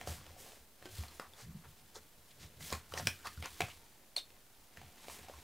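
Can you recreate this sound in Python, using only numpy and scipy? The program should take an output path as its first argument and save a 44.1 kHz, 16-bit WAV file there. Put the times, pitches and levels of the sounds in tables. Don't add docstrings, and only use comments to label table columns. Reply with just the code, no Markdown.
import sys
import numpy as np
from scipy import signal
from scipy.fft import rfft, irfft, next_fast_len
from scipy.io import wavfile
from scipy.ndimage import uniform_filter1d

SR = 44100
rng = np.random.default_rng(int(sys.argv[2]) if len(sys.argv) > 2 else 0)


def inscribe(sig):
    pcm = np.round(np.clip(np.atleast_2d(sig).T, -1, 1) * 32767)
    wavfile.write(sys.argv[1], SR, pcm.astype(np.int16))


def boost_factor(decibels):
    exponent = np.asarray(decibels, float) / 20
    return 10 ** exponent


N = 239446
EDGE_HZ, HISS_EDGE_HZ = 16300, 15750

# (time [s], effort level [dB], bending panel pitch [Hz])
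HANDS = [(0.0, -58.5, 800), (.2, -60.5, 900), (.34, -65, 700), (.52, -61.5, 970), (.73, -78.5, 706),
         (.86, -64, 810), (1.16, -62.5, 960), (1.3, -68.5, 1100), (1.8, -69.5, 890), (2.15, -74, 700),
         (2.55, -68.5, 597), (3.2, -65.5, 1300), (3.8, -66, 905), (4.1, -73.5, 700), (4.7, -72.5, 800),
         (4.97, -64, 750), (5.05, -59.5, 920), (5.43, -62, 890)]


def evened(x):
    return x / np.sqrt(np.mean(x ** 2) + 1e-20)


def read(points, hz):
    f, value = np.transpose(points)
    return np.interp(np.log(hz + 1), np.log(f + 1), value)


def curves(rows):
    s, *columns = np.transpose(rows)
    return [np.interp(np.arange(N) / SR, s, column) for column in columns]


def colour(x, points):
    size = next_fast_len(len(x))
    gain = boost_factor(read(points, np.fft.rfftfreq(size, 1 / SR)))
    return evened(irfft(rfft(x, size) * gain, size)[:len(x)])


def band(x, low_hz, high_hz):
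    x = signal.sosfilt(signal.butter(2, low_hz, "high", fs=SR, output="sos"), x)
    lowpass = signal.firwin(401, high_hz, window=("kaiser", 9), fs=SR)
    return signal.oaconvolve(x, lowpass, "same")


def resonate(x, hz, width_hz):
    turn = np.exp(2j * np.pi * np.cumsum(hz * np.ones(len(x))) / SR)
    r = np.exp(-np.pi * width_hz / SR)
    return 2 * (turn * signal.lfilter([1 - r], [1, -r], x / turn + 1e-18)).real


def resonate_twice(x, hz, width_hz):
    return evened(resonate(resonate(x, hz, width_hz), hz, width_hz))


def grains(per_s, spread_db):
    chance, sign, size = rng.random((N, 3)).T
    size_db = spread_db * np.minimum(-np.log(size + 1e-9), 5)
    return (chance < per_s / SR) * np.sign(sign - .5) * boost_factor(size_db)


def flicker(size, depth_db):
    smooth = uniform_filter1d(uniform_filter1d(rng.standard_normal(N), size), size)
    return boost_factor(depth_db * evened(smooth))


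def stroke(length_s, rising):
    return np.interp(np.arange(0, 1, 1 / (length_s * SR)), [0, np.clip(rising, .02, .9), 1], [0, 1, 0])


def strokes(rows):
    out = np.zeros(N)
    for s, length_s, db, rising in rows:
        shape = stroke(length_s, rising)
        out[round(s * SR):][:len(shape)] += boost_factor(db) * shape
    return out


def room_air():
    # (frequency [Hz], level [dB per Hz])
    air_spectrum = [(15, -13), (25, 10.5), (45, -2.5), (110, -2), (470, -6.5), (1200, -11), (2500, -15.5),
                    (6000, -17.5), (11000, -15), (16000, -14.5)]
    return band(boost_factor(-65) * colour(rng.standard_normal(N), air_spectrum), 13, HISS_EDGE_HZ)


def side_air():
    # (frequency [Hz], level [dB per Hz])
    side_spectrum = [(15, -43), (25, -11), (64, -19), (227, -6.5), (341, -4), (446, -5), (650, -5.5),
                     (1270, -8.5), (15600, -9)]
    return band(boost_factor(-71) * colour(rng.standard_normal(N), side_spectrum), 13, HISS_EDGE_HZ)


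def room(x):
    # (frequency [Hz], t60 [s])
    decay = [(200, 0.1), (700, 0.18), (2500, 0.2), (6000, 0.16), (14000, 0.19)]
    taps, size = np.zeros(SR // 2), 16
    at = np.arange(140, len(taps) - size, size)
    taps[at + rng.integers(0, size, len(at))] = rng.choice([-1., 1.], len(at))
    hz, t, z = signal.stft(taps, SR, nperseg=128)
    tail = signal.istft(z * boost_factor(-60 * t / read(decay, hz)[:, None]), SR, nperseg=128)[1]
    return signal.fftconvolve(x, tail / np.linalg.norm(tail))[:N]


def desk():
    # (time [s], wobble level [dB], wobble frequency [Hz], panel hum level [dB])
    jolts = [
        (.078, -41, 79, -51),
        (.983, -42.5, 74.5, -50),
        (1.425, -61, 78, -56),
        (2.723, -45, 78, -48),
        (3.005, -51, 90, -58),
        (3.373, -46, 77.5, -49),
        (3.603, -47, 78, -41.5),
        (4.773, -59, 80.4, -64),
    ]
    # (time of most weight [s], wobble level [dB], wobble frequency [Hz], panel hum level [dB])
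    leans = [(.05, -60, 88, -70), (.17, -58, 85, -59), (.236, -56, 77, -77), (.304, -58, 87, -66),
             (.39, -67, 72, -63), (.62, -65, 67, -79), (.844, -69, 92, -71), (.948, -53, 101, -66),
             (1.157, -62, 74.5, -84), (1.281, -65, 75, -78), (1.481, -53, 80.4, -54),
             (1.559, -62, 86, -55.5), (1.677, -58, 78, -57.5), (1.828, -69, 75.6, -65),
             (2.0, -66.5, 76.4, -72), (2.2, -69, 78, -69), (2.444, -58.5, 73, -51),
             (2.622, -53.5, 83, -50.5), (2.959, -49.5, 81, -58), (3.065, -43.5, 91, -42.5),
             (3.283, -58.5, 80, -75), (3.531, -59, 71.5, -78), (3.753, -60.5, 78, -73),
             (4.317, -69.5, 79, -89), (4.62, -75, 76.4, -73), (4.83, -56.5, 79.4, -60),
             (5.117, -63, 73.5, -70), (5.217, -59, 75, -64), (5.373, -57, 72, -72)]
    shake = evened(resonate(resonate(rng.standard_normal(N), 75.6, 43), 77.0, 45))
    hum = np.sqrt(2) * np.sin(2 * np.pi * np.cumsum(170 * flicker(size=700, depth_db=1.42)) / SR)
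    buzz = resonate_twice(rng.standard_normal(N), 121, 107)
    panel = 0.28 * hum + 0.55 * buzz
    t = np.arange(N) / SR
    effort_db = curves(HANDS)[0]
    out = boost_factor(effort_db) * (boost_factor(-13.5) * shake + boost_factor(-11) * panel)
    for rows, rise, hold_s, fall in (jolts, 4800, 0.035, 380), (leans, 266, 0.0049, 233):
        for s, wobble_db, hz, hum_db in rows:
            near = slice(max(round((s - .2) * SR), 0), round((s + .3) * SR))
            since = t[near] - s
            weight = boost_factor(np.minimum(rise * since, 0) - fall * np.maximum(since - hold_s, 0))
            wobble = 1.27 * np.sin(2 * np.pi * hz * since) + .4 * shake[near]
            out[near] += weight * (boost_factor(wobble_db) * wobble + boost_factor(hum_db) * panel[near])
    return out


def rings():
    # (time [s], length [s], peak level [dB], frequency [Hz], share of length rising)
    bursts = [(0.363, 0.0069, -50.5, 696, 0.45), (0.856, 0.063, -55, 367, 0.1),
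              (0.86, 0.035, -55.5, 1556, 0.086), (1.47, 0.035, -45, 165, 0.99),
              (1.545, 0.027, -42, 173, 0.43), (1.573, 0.035, -50, 165, 0.53),
              (1.962, 0.011, -47, 430, 0.46), (2.974, 0.0073, -36.5, 1785, 0.41),
              (3.269, 0.054, -54.5, 1237, 0.075), (4.1646, 0.0049, -23.5, 4270, 0.29),
              (4.179, 0.0065, -30.5, 3690, 0.57), (4.184, 0.0051, -51, 3500, .3)]
    out = np.zeros(N)
    for s, length_s, db, hz, rising in bursts:
        swell = np.sin(np.pi / 2 * stroke(length_s, rising)) ** 2
        at, t = round(s * SR), np.arange(len(swell)) / SR
        out[at:at + len(t)] += boost_factor(db) * swell * np.sin(2 * np.pi * hz * t)
    return out


def scrapes():
    # (time [s], length [s], level [dB], centre [Hz], share of length rising)
    broad = [(0.06, 0.16, -49, 6640, 0.089), (0.365, 0.27, -56, 7000, 0.12),
             (1.338, 0.13, -55.5, 4640, 0.59), (1.351, 0.067, -60, 1110, 0.82),
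             (1.635, 0.048, -56, 990, 0.17), (1.944, 0.057, -54.5, 940, 0.34),
             (2.38, 0.11, -55, 4060, 0.45), (2.588, 0.088, -55.5, 6100, 0.3), (2.7, 0.078, -47, 790, .45),
             (2.92, 0.12, -47, 760, 0.4), (3.082, 0.056, -58, 2040, 0.13), (3.243, 0.052, -47, 3240, .45),
             (3.427, 0.062, -44, 1690, 0.3), (3.609, 0.044, -44, 550, 0.074),
             (4.164, 0.039, -47.5, 6500, 0.12), (5.283, 0.025, -58, 750, 0.37),
             (5.067, 0.17, -52.5, 6890, 0.3)]
    # (time [s], length [s], level [dB], centre [Hz], share of length rising)
    narrow = [
        (1.204, 0.083, -52, 1090, 0.11),
        (1.941, 0.05, -51.5, 5370, 0.39),
        (2.958, 0.053, -44, 5130, 0.55),
        (3.24, 0.056, -45, 1200, 0.3),
        (3.689, 0.048, -54, 2600, 0.27),
        (4.16, 0.067, -48, 3800, 0.075),
        (4.165, 0.024, -51.5, 620, 0.29),
        (2.298, 0.034, -62, 3200, 0.39),
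        (4.76, 0.21, -67.5, 1980, 0.11),
        (5.1, .3, -66, 2090, 0.46),
    ]
    out, slips = np.zeros(N), grains(6000, 1.24) * flicker(size=150, depth_db=1.0)
    for rows, width_over_centre in (broad, 1.75), (narrow, 0.7):
        for s, length_s, db, hz, rising in rows:
            shape = stroke(length_s, rising)
            at = round(s * SR)
            scrape = resonate_twice(slips[at:at + len(shape)], hz, width_over_centre * hz)
            out[at:at + len(shape)] += boost_factor(db) * shape * scrape
    return out


def card_moving():
    # (frequency [Hz], level [dB per Hz])
    hiss_spectrum = [(710, -30), (1200, -27), (1270, -8), (1600, -3.5), (2800, -2.5), (3120, 0.5),
                     (8020, -2.5), (15600, -6.5)]
    # (frequency [Hz], level [dB per Hz])
    rustle_spectrum = [(120, -45), (200, 6.5), (682, -4), (866, -5), (1250, -6), (1490, -4.5), (1800, -3.5),
                       (2320, -4), (9000, -14), (11700, -66), (19800, -120)]
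    # (time [s], length [s], hiss level [dB], share of length rising)
    slides = [(.05, 0.13, -56, 0.37), (.88, 0.21, -55.5, 0.45), (1.08, 0.16, -68, 0.87),
              (1.6, 0.16, -79, 0.54), (1.92, 0.13, -69.5, 0.44), (2.2, 0.27, -75, 0.35),
              (2.59, 0.22, -50, 0.36), (2.88, 0.32, -53.5, 0.33), (3.15, 0.43, -64.5, 0.28),
              (3.4, 0.27, -60, 0.38), (3.56, 0.24, -59.5, 0.33), (4.95, 0.26, -69, 0.46)]
    # (time [s], length [s], rustle level [dB], share of length rising)
    flexes = [
        (.05, 0.11, -55, 0.56),
        (.8, 0.11, -63.5, 0.54),
        (.96, .1, -67.5, 0.4),
        (2.6, 0.24, -59.5, 0.54),
        (2.9, 0.18, -62, 0.75),
        (3.14, 0.15, -68.5, 0.66),
        (3.54, 0.17, -56, 1),
        (4.25, 0.19, -74, 0.41),
        (4.7, .2, -65, 0.45),
    ]
    effort_db, panel_hz = curves(HANDS)
    hiss = colour(grains(9000, 1.4), hiss_spectrum) * flicker(size=300, depth_db=1.8)
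    slips = colour(grains(1800, 2.5), rustle_spectrum) * flicker(size=400, depth_db=1.0)
    panel = evened(resonate(slips, panel_hz * flicker(size=3000, depth_db=2.0), 220))
    rustle = evened(slips + 0.45 * panel)
    sliding = boost_factor(-69.5 + 0.95 * (effort_db + 63.5)) + boost_factor(-76) + strokes(slides)
    bending = boost_factor(effort_db) + strokes(flexes)
    return sliding * hiss + bending * rustle


def snap(t, rattle, card_hz, edge_hz, edge_db, t60_s):
    rise = 1 - np.exp(-t / (0.033 * t60_s))
    card = np.sin(2 * np.pi * card_hz * t) + .5 * evened(resonate(rattle, card_hz, 360))
    edge = np.sin(2 * np.pi * edge_hz * t) + .5 * resonate_twice(rattle, edge_hz, 2200)
    tick = 0.5 * resonate_twice(rattle, 3900, 7000) * boost_factor(-60 * t / 0.01)
    card *= boost_factor(-60 * t / t60_s)
    edge *= boost_factor(-60 * t / (0.63 * t60_s))
    share = min(boost_factor(edge_db), .97)
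    return rise * (np.sqrt(1 - share ** 2) * card + share * (edge + tick))


def snaps():
    # (time [s], peak level [dB], card ring [Hz], edge ring [Hz], edge ring level [dB])
    flap_snaps = [(0.011, -33, 695, 2200, -7), (0.073, -30, 563, 4600, -9.5),
                  (1.196, -34, 1240, 1980, -3.5), (2.702, -35, 587, 5300, -2.5),
                  (2.723, -30.5, 1060, 2380, -8), (2.749, -35, 980, 4270, -3),
                  (2.921, -40, 1250, 4070, -10), (2.937, -31, 480, 3180, -2.5), (2.974, -29, 681, 1960, 1),
                  (2.997, -31.5, 695, 1750, -6), (3.07, -15.5, 906, 2420, 5), (3.269, -30, 1190, 1840, 3),
                  (3.424, -33, 650, 2220, -0.5), (3.456, -30.5, 1014, 2240, -9),
                  (3.604, -20.5, 680, 2130, -7), (3.617, -26, 734, 2550, -1)]
    # (time [s], peak level [dB], card ring [Hz], edge ring [Hz], edge ring level [dB])
    cracks = [
        (2.7255, -22.5, 420, 6960, -1),
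        (3.0701, -16.5, 1650, 5170, -2),
        (3.074, -32, 1640, 7660, 3),
        (3.606, -21, 363, 2470, -4.5),
        (4.1627, -29, 2440, 8530, -1.5),
        (1.1964, -32.5, 534, 4000, -6),
        (1.3345, -45.5, 910, 3500, -1),
        (2.732, -29.5, 960, 2390, 1),
        (3.4565, -32, 450, 5930, 0),
    ]
    # (time [s], peak level [dB], card ring [Hz], edge ring [Hz], edge ring level [dB])
    finger_taps = [(0.264, -44.5, 605, 3020, -3), (0.305, -50, 610, 1670, -3),
                   (0.462, -46.5, 770, 4480, -13), (0.519, -41.5, 810, 3060, -12),
                   (0.824, -42.5, 557, 1860, -2), (0.855, -37, 350, 3300, -3.5),
                   (0.982, -42.5, 466, 4210, 5), (1.035, -36.5, 735, 2130, -3.5),
                   (1.081, -42, 890, 4230, 1), (1.956, -41, 900, 3560, -3), (2.606, -41.5, 433, 2050, 0),
                   (3.374, -48.5, 1420, 3860, -4.5), (4.303, -51, 549, 2560, 0),
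                   (4.771, -39.5, 683, 1800, -1), (4.814, -41.5, 750, 2310, -5),
                   (5.082, -36, 623, 2160, -3.5), (5.097, -39, 984, 2400, -6), (5.189, -45, 473, 2360, -8),
                   (5.283, -38.5, 760, 2130, -10), (5.296, -38.5, 594, 1990, -28),
                   (5.336, -41, 1080, 2130, -23)]
    out, t = np.zeros(N + 3000), np.arange(3000) / SR
    for rows, t60_s in (flap_snaps, 0.018), (cracks, 0.012), (finger_taps, 0.016):
        for s, db, card_hz, edge_hz, edge_db in rows:
            at = round((s + .0009) * SR)
            rattle = rng.standard_normal(len(t))
            out[at:at + len(t)] += boost_factor(db) * snap(t, rattle, card_hz, edge_hz, edge_db, t60_s)
    return out[:N]


def scene():
    clicks = band(snaps() + rings(), 70, EDGE_HZ)
    moving = band(card_moving() + scrapes(), 270, EDGE_HZ)
    reflected = boost_factor(-6) * room(clicks + 0.5 * moving)
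    steady = band(moving + reflected + desk(), 43, HISS_EDGE_HZ)
    mid = clicks + steady + room_air()
    side = side_air()
    return np.array([mid + side, mid - side])


def roll_off(x):
    return signal.sosfilt(signal.butter(12, 16650, fs=SR, output="sos"), x)


def record(dry):
    mix = dry + .0005
    return roll_off(mix)


dry = scene()
out = record(dry)
inscribe(out)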